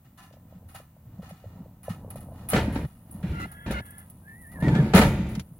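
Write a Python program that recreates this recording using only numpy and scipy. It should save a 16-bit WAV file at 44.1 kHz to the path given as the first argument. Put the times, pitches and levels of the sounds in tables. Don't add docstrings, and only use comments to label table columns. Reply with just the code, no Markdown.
import sys
import numpy as np
from scipy import signal
from scipy.fft import rfft, irfft
from scipy.io import wavfile
from scipy.ndimage import uniform_filter1d

SR = 44100
rng = np.random.default_rng(int(sys.argv[2]) if len(sys.argv) > 2 else 0)


def transcribe(u):
    v = np.clip(np.atleast_2d(u).T, -1, 1)
    q = np.round(v * 32767).astype(np.int16)
    wavfile.write(sys.argv[1], SR, q)


N = 246519
TIME = np.arange(N) / SR
FREQS = np.maximum(np.arange(N // 2 + 1) * SR / N, 1)

# start in seconds, peak in dB, pitch in Hz.
RAMP_CLOPS = [(0.309, -47.5, 600), (0.338, -46.5, 620), (0.368, -46, 610), (0.524, -43.5, 604),
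              (0.626, -51, 530), (0.747, -40.5, 687), (0.8, -41.5, 587), (0.965, -49.5, 630),
              (1.195, -43.5, 606), (1.228, -41, 540), (1.308, -38.5, 634), (1.44, -37.5, 560),
              (1.454, -43.5, 604), (1.658, -42.5, 540), (1.881, -23, 600), (2.045, -36.5, 570),
              (2.077, -40, 485), (2.156, -32, 585), (2.285, -40, 580), (2.319, -37.5, 663),
              (3.455, -36.5, 775)]
DECK_THUMPS = [(0.055, -47, 130), (0.552, -38, 173), (0.641, -41.5, 88), (0.75, -45, 119),
               (1.059, -40.5, 119), (1.122, -38, 106), (1.186, -30, 180), (1.314, -38, 168),
               (1.454, -34, 100), (1.601, -35, 192), (1.885, -28, 107), (1.899, -24, 183),
               (2.043, -39, 116), (2.154, -33, 139), (2.538, -13, 212), (2.559, -17.5, 139),
               (2.609, -29, 87), (2.677, -19.5, 247), (2.757, -18.5, 273), (2.838, -23.5, 146),
               (3.144, -31, 199), (3.234, -19.5, 177), (3.287, -22.5, 79), (3.327, -23.5, 159.5),
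               (3.673, -26.5, 219), (3.698, -22, 211), (3.72, -27.5, 68), (4.66, -20, 72),
               (4.674, -14, 158.5), (4.72, -15.5, 167), (4.755, -12, 205), (4.785, -8.5, 151.6),
               (4.943, -1.5, 184.7), (4.992, -6, 209), (5.044, -14.5, 128), (5.192, -17.5, 186),
               (5.371, -22.5, 190), (5.51, -36, 143)]
# start and end in seconds, levels of chassis, deck, panel and rattle in dB,
# sag of the boom in dB per second.
STAMPING_BOUTS = [ (2.528, 2.855, -29, -28.5, -39.5, -44.5, 17.5), (3.231, 3.46, -37, -35, -48.5, -49, 16),
                  (3.664, 3.806, -34.5, -35, -40.5, -42.5, 24),
                  (4.626, 4.838, -32.5, -20.5, -36, -43.5, 1.5),
                  (4.844, 4.955, -32.5, -27.5, -39, -42.5, 54), (4.946, 5.408, -20, -17.5, -30, -33, 43)]
# start in seconds, level in dB, seconds to fade by 60 dB (t60).
WALL_KICKS = [(2.5324, -25.5, 0.33), (2.5609, -24.5, 0.21), (2.756, -36.5, 0.17), (3.6674, -62, 0.11),
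              (3.706, -34, 0.073), (4.68, -34.5, 0.12), (4.75, -33.5, 0.15), (4.9351, -21.5, 0.28),
              (4.9559, -20.5, 0.19), (4.9759, -16.5, 0.13), (5.013, -21, 0.23)]
RAIL_KNOCKS = [(0.179, -66, 0.59), (0.7452, -67, 0.41), (1.2444, -70, 0.41), (1.859, -62, 0.42)]
# start in seconds, tick in dB, body in dB, t60 in seconds.
HOOF_CLACKS = [(0.327, -70, -59.5, 0.14), (2.1032, -33, -58, 0.042), (2.5, -17.5, -55, 0.025),
               (3.709, -35.5, -53, 0.06), (3.906, -38, -68, 0.045), (4.099, -41, -65, 0.075),
               (5.351, -44, -36.5, 0.047), (5.3956, -41.5, -36.5, 0.054)]
# start in seconds, sand spray in dB, crunch in dB, t60 in seconds.
DIRT_SCUFFS = [(0.043, -81, -59.5, 0.2), (0.173, -58, -49, 0.41), (0.223, -59, -50.5, 0.21),
               (0.683, -55, -54.5, 0.39), (0.743, -44, -39.5, 0.22), (1.2186, -68, -52.5, 1),
               (1.2904, -49, -41.5, 0.1), (1.83, -48, -50, 0.34), (1.8886, -49.5, -39, 0.24),
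               (2.1, -47, -46.5, 0.17), (2.1554, -47, -45.5, 0.16), (2.203, -49.5, -51.5, 0.17),
               (2.4857, -28, -36.5, 0.19), (2.503, -35.5, -32, 0.42), (2.722, -49.5, -47.5, 0.64),
               (3.11, -43.5, -77, 0.19), (3.396, -56, -38, 0.22), (3.5135, -44, -47, 0.11),
               (3.71, -46, -29.5, 0.11), (3.8525, -46, -56, 0.13), (3.979, -40.5, -54.5, 0.11),
               (4.415, -48, -58, 0.064), (4.465, -55, -79, 0.13), (4.513, -56, -53, 0.19),
               (4.6, -47, -43, 0.075), (4.9444, -24, -15.5, 0.36), (5.287, -52, -50, 0.38),
               (5.555, -62, -80.5, 0.13)]
# start in seconds, length in seconds, crunch in dB.
HOOF_DRAGS = [(0.464, 0.16, -70), (1.037, 0.27, -71), (1.41, 0.26, -71.5), (2.313, 0.2, -58.5),
              (3.06, 0.23, -65), (3.792, 0.48, -72)]
# time in seconds, pitch in Hz, level in dB.
SQUEAL_PATH = [(4.26, 1594, -61), (4.28, 1770, -49), (4.316, 1757, -49.5), (4.4, 1990, -58.5),
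               (4.466, 1753, -52), (4.53, 1992, -57.5), (4.576, 1732, -47), (4.586, 1608, -53),
               (4.616, 1746, -41.5), (4.66, 1930, -35.5), (4.7, 1730, -42)]
# start and length in seconds, middle pitch in Hz, share by which the ends
# lie higher, lower voice in dB, upper voice in dB.
YELPS = [(3.361, 0.041, 1326, 0.05, -39.5, -52.5), (3.403, 0.0478, 1342, 0.06, -36, -44),
         (3.754, 0.039, 1405, 0.058, -33.5, -42.5), (4.751, 0.056, 1765, -0.088, -34.5, -63)]

# time in seconds, level in dB.
SHUFFLE_LEVEL = [(0, -57.5), (0.45, -50.5), (0.6, -48.5), (0.92, -55), (1.25, -45), (1.39, -54.5),
                 (1.57, -43), (1.8, -52), (1.95, -43), (2.48, -41), (2.88, -51.5), (3.05, -49.5),
                 (3.2, -40.5), (3.5, -47), (4.0, -49), (4.49, -49), (4.6, -35.5), (5.5, -50)]
SAND_LEVEL = [(1.8, -85), (2.05, -71), (2.3, -63), (2.8, -75), (3.0, -68), (3.3, -61.5), (3.9, -58),
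              (4.22, -64), (4.4, -56), (4.85, -58.5), (5.2, -69.5), (5.59, -65)]
RASP_LEVEL = [(3.32, -60), (3.4, -59), (3.6, -49), (4.02, -56)]

# frequency in Hz, gain in dB.
CHASSIS_EQ = [(15, -54), (25, -16.5), (45, -7.5), (60, -1), (71, 1), (85, -4), (105, -3.5), (140, -14.5),
              (300, -78.5)]
DECK_BOOM_EQ = [(50, -41.5), (100, -2.5), (140, -0.5), (210, 2.5), (260, 1), (420, -15), (600, -31),
                (900, -78)]
DECK_MURMUR_EQ = [(15, -45.5), (25, -13), (86, 3.5), (135, 0), (182, -0.5), (259, -9.5), (324, -16.5),
                  (373, -21.5), (420, -48), (550, -61), (920, -120)]
PANEL_EQ = [(180, -18.5), (300, 6.5), (370, -8), (440, 1.5), (620, 2), (820, -1), (1000, -2), (1200, -11),
            (1600, -19), (2600, -98)]
RATTLE_EQ = [(600, -37), (1000, -14), (1400, 2.5), (2000, 0), (2500, -5.5), (3500, -6.5), (5500, -16.5),
             (8000, -20), (11000, -30.5), (14000, -33), (16000, -28)]
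CLACK_EQ = [(600, -11), (1400, 6), (3000, 5.5), (5000, 2), (7000, 0), (10000, -21), (16000, -28)]
CRUNCH_EQ = [(400, -38), (700, 4.5), (1000, -2.5), (1700, -2.5), (2400, -9), (3200, -8.5), (4500, -15),
             (6300, -15.5), (8000, -17), (11000, -20)]
SAND_EQ = [(4000, -34.5), (7500, -23), (8800, 3.5), (10300, 0.5), (12000, -3.5), (13500, -4.5), (15000, -7),
           (16000, -5.5)]
HISS_EQ = [(100, -2), (500, 5), (1500, 4), (5000, -7), (8000, -2), (11000, 1), (13500, 1.5), (14500, 14),
           (16000, 5.5)]
# frequency in Hz, side over mid in dB.
STEREO_WIDTH = [(250, -78), (420, -68.5), (600, -39), (1000, -7.5), (1500, -2.5), (4000, -1), (10000, 3)]

# frequency in Hz, width in Hz, gain in dB.
DECK_MODES = [(121.5, 34, -3), (148.3, 19.2, -1), (184, 11.5, -3.5), (214.8, 19, -5), (311, 64, -8.5),
              (440, 130, -9.5)]
WALL_MODES = [(475, 24, 1.5), (553, 63, 0), (610, 24, -21), (726, 8.1, -7.5), (771, 41, -5),
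              (1360, 51, -12), (1814, 120, -2.5), (2140, 8.9, -4), (2425, 130, 4), (3220, 26, -16.5),
              (3495, 17, 0)]
RASP_MODES = [(1110, 70, -32), (1370, 25, 13), (1674, 21, 16), (1970, 53, 5), (2184, 44, -1.5),
              (2630, 79, -8), (3280, 51, 3.5)]
# frequency in Hz, gain in dB.
RAIL_MODES = [(1015, 10), (1740, 8), (2420, -8), (2825, -1), (3740, -7), (5410, -28), (5935, -3.5)]


def hooves():
    return knocks(RAMP_CLOPS, cycles=1.69, glide=0.24) + knocks(DECK_THUMPS, cycles=1.77, glide=0.079)


def stamping(metal_sag_ratio=1.14):
    chassis = evened(coloured(grains(400, 1.5), CHASSIS_EQ), 0.035)
    deck = evened(coloured(grains(400, 1.6), DECK_BOOM_EQ, resonances(DECK_MODES)), 0.014)
    panel_ring = sheet_metal(ring_db=1, t60=0.036, bed_db=-2)
    panel = evened(coloured(scattered(1200, 1.3), PANEL_EQ, panel_ring), 0.024)
    fittings = scattered(1500, 2.2)
    out = 0
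    for start, end, chassis_db, deck_db, panel_db, rattle_db, sag_db_per_s in STAMPING_BOUTS:
        wall_ring = sheet_metal(ring_db=-4, t60=0.12, bed_db=8)
        rattle = evened(coloured(fittings, RATTLE_EQ, wall_ring), 0.011)
        boom = from_db(chassis_db) * chassis + from_db(deck_db) * deck
        metal = from_db(panel_db) * panel + from_db(rattle_db) * rattle
        sag_db = sag_db_per_s * np.clip(TIME - start, 0, end - start)
        out = out + gate(start, end, 0.0044, 0.013) * from_db(-sag_db) * boom
        out = out + gate(start, end, 0.0048, 0.0043) * from_db(-metal_sag_ratio * sag_db) * metal
    return out + wall_kicks(panel)


def wall_kicks(panel, drum_hz=412):
    wall_ring = sheet_metal(ring_db=-4, t60=0.17, bed_db=6)
    crash = evened(coloured(scattered(500, 2.0), RATTLE_EQ, wall_ring), 0.0054)
    drum = knocks([(start, db + 0.5, drum_hz) for start, db, _ in WALL_KICKS], cycles=2.6, glide=0.071)
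    return drum + bursts(WALL_KICKS, attack=0.001) * (crash + from_db(1.5) * panel)


def clacks(left_lag_s=0.000177):
    starts, tick_db, body_db, t60 = np.transpose(HOOF_CLACKS)
    grit = evened(coloured(grains(5700, 1.5), SAND_EQ), 0.003)
    metal = coloured(scattered(18000, 0), CLACK_EQ)
    tick = bursts(zip(starts, tick_db, t60), attack=0.00053) * grit
    body = bursts(zip(starts, body_db, t60), attack=0.00047) * metal
    return body + np.array([delayed(tick, left_lag_s), tick])


def dirt(left_lag_s=0.0001788, crumble_db=-80.5):
    sand_db, = automation(SAND_LEVEL)
    starts, spray_db, crunch_db, t60 = np.transpose(DIRT_SCUFFS)
    drags = sum(from_db(db) * arch(start, length) for start, length, db in HOOF_DRAGS)
    crush = from_db(crumble_db) + drags + bursts(zip(starts, crunch_db, t60), attack=0.0082)
    spray = from_db(sand_db) + bursts(zip(starts, spray_db, t60), attack=0.0014)
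    wall_ring = sheet_metal(ring_db=1, t60=0.043, bed_db=12)
    crunch = crush * evened(coloured(scattered(3000, 3.4), CRUNCH_EQ, wall_ring), 0.017)
    sand = spray * evened(coloured(grains(3000, 0.9), SAND_EQ), 0.015)
    return crunch + np.array([delayed(sand, left_lag_s), sand])


def squeal(right_lag_s=0.00043):
    rasp_db, = automation(RASP_LEVEL)
    breath_eq = [(600, -28), (1100, 3), (3300, 1), (5000, -21)]
    breath = coloured(rng.standard_normal(N), breath_eq, resonances(RASP_MODES))
    rasp_level = gate(RASP_LEVEL[0][0], RASP_LEVEL[-1][0], 0.03, 0.027) * from_db(rasp_db)
    rasp = rasp_level * evened(wavering(breath, depth=0.018), 0.042)
    yelps = sum(yelp(*row) for row in YELPS)
    long_cry = np.sqrt(2) * cry(SQUEAL_PATH, octave_db=-31, jitter=0.009, shimmer_db=2.5)
    voice = rasp + yelps + long_cry
    return np.array([voice, delayed(voice, right_lag_s)])


def yelp(start, length, hz, bend, lower_db, upper_db, upper_ratio=1.455):
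    path = [(start + length * (u + 1) / 2, hz * (1 + bend * u ** 2)) for u in np.linspace(-1, 1, 5)]
    lower_path = [(s, f, lower_db) for s, f in path]
    upper_path = [(s, f * upper_ratio, upper_db) for s, f in path]
    lower = cry(lower_path, octave_db=-12, jitter=0.0169, shimmer_db=-1)
    upper = cry(upper_path, octave_db=-16, jitter=0.0156, shimmer_db=4.5)
    return lower + upper


def cry(path, octave_db, jitter, shimmer_db):
    hz, db = automation(path)
    tremble, flutter = unit_power(uniform_filter1d(rng.standard_normal((2, N)), SR // 250))
    pitch = uniform_filter1d(hz, SR // 60) * (1 + jitter * tremble)
    phase = 2 * np.pi * np.cumsum(pitch) / SR
    level = gate(path[0][0], path[-1][0], 0.042, 0.0064) * from_db(db + shimmer_db * flutter)
    return level * (np.sin(phase) + from_db(octave_db) * np.sin(2 * phase))


def shuffling(calm_deck_db=-49.5, calm_panel_db=-65, panel_growth=1.36):
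    deck_db, = automation(SHUFFLE_LEVEL)
    panel_db = calm_panel_db + panel_growth * (deck_db - calm_deck_db)
    deck = evened(coloured(grains(400, 2.3), DECK_MURMUR_EQ), 0.013)
    panel = evened(coloured(grains(1200, 0.61), PANEL_EQ), 0.015)
    return from_db(deck_db) * deck + from_db(panel_db) * panel


def rail():
    count = len(RAIL_MODES)
    phases = rng.uniform(0, 2 * np.pi, (count, 1, 1)) + rng.normal(0, 0.36, (count, 2, 1))
    ring = sum(from_db(db) * np.sin(2 * np.pi * hz * TIME + phase)
               for (hz, db), phase in zip(RAIL_MODES, phases))
    return bursts(RAIL_KNOCKS, attack=0.0025) * ring


def hiss():
    return from_db(-64) * coloured(scattered(24000, 0), HISS_EQ)


def knocks(rows, cycles, glide):
    out = np.zeros(N)
    for start, db, hz in rows:
        onset = int(start * SR)
        age = TIME[:min(SR // 5, N - onset)]
        progress = age * hz / cycles
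        pitch = hz * (1 + glide * (np.exp(1 - progress) - 1) / 2)
        swell = (progress * np.exp(1 - progress)) ** 3
        phase = 2 * np.pi * (np.cumsum(pitch) / SR + rng.random())
        out[onset:onset + len(age)] += from_db(db) * swell * np.sin(phase)
    return out


def sheet_metal(ring_db, t60, bed_db):
    age = TIME[:SR // 2]
    tail = rng.standard_normal(len(age)) * from_db(-60 * age / t60)
    bed = 1 + from_db(bed_db) * rfft(tail / np.linalg.norm(tail), N)
    return bed * (1 + from_db(ring_db) * sum(resonances([mode]) for mode in WALL_MODES))


def resonances(modes):
    return sum((-1) ** k * from_db(db) / (1 + 1j * (FREQS ** 2 - hz ** 2) / (width * FREQS))
               for k, (hz, width, db) in enumerate(modes))


def grains(per_s, spread_db):
    sizes = from_db(spread_db * np.minimum(rng.exponential(1, N), 4)) * rng.standard_normal(N)
    return unit_power(sizes * (rng.random(N) < per_s / SR))


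def scattered(per_s, spread_db):
    width = from_db(eq_curve(STEREO_WIDTH))
    mid = irfft(rfft(grains(per_s, spread_db)) / np.hypot(1, width), N)
    side = irfft(rfft(grains(per_s, spread_db)) * width / np.hypot(1, width), N)
    return np.array([mid + side, mid - side])


def coloured(x, eq, resonance=1):
    return unit_power(irfft(rfft(x) * from_db(eq_curve(eq)) * resonance, N))


def evened(x, seconds):
    power = np.mean(np.atleast_2d(x) ** 2, axis=0)
    size = max(int(seconds * SR), 8)
    return x / np.sqrt(uniform_filter1d(uniform_filter1d(power, size), size) + 1e-4)


def wavering(x, depth):
    bend = unit_power(uniform_filter1d(uniform_filter1d(rng.standard_normal(N), SR // 25), SR // 25))
    return np.interp(np.cumsum(1 + depth * bend) % N, np.arange(N), x)


def bursts(rows, attack):
    power = np.zeros(N)
    for start, db, t60 in rows:
        onset = int(start * SR)
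        age = TIME[:min(SR, N - onset)]
        envelope = from_db(db - 60 * age / max(t60, 0.01)) * (1 - np.exp(-age / attack))
        power[onset:onset + len(age)] += envelope ** 2
    return np.sqrt(power)


def gate(start, end, rise, fall):
    return np.clip(1 + (TIME - start) / rise, 0, 1) * np.exp(-np.maximum(TIME - end, 0) / fall)


def arch(start, length):
    return np.sin(np.pi * np.clip((TIME - start) / length, 0, 1))


def delayed(x, lag_s):
    return np.interp(TIME - lag_s, TIME, x)


def automation(rows):
    times, *columns = np.transpose(rows)
    return [np.interp(TIME, times, column) for column in columns]


def eq_curve(points):
    hz, db = np.transpose(points)
    return np.interp(np.log(FREQS), np.log(hz), db)


def from_db(db):
    return 10 ** (np.asarray(db) / 20)


def unit_power(x):
    return x / np.sqrt(np.mean(x ** 2) + 1e-20)


def scene():
    trailer = hooves() + stamping() + clacks() + shuffling() + rail()
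    return trailer + dirt() + squeal() + hiss()


def record(dry, ceiling=1.05, cutoff_hz=16000):
    lowpass = signal.ellip(10, 0.2, 80, cutoff_hz, fs=SR, output="sos")
    return signal.sosfilt(lowpass, ceiling * np.tanh(dry / ceiling))


dry = scene()
out = record(dry)
transcribe(out)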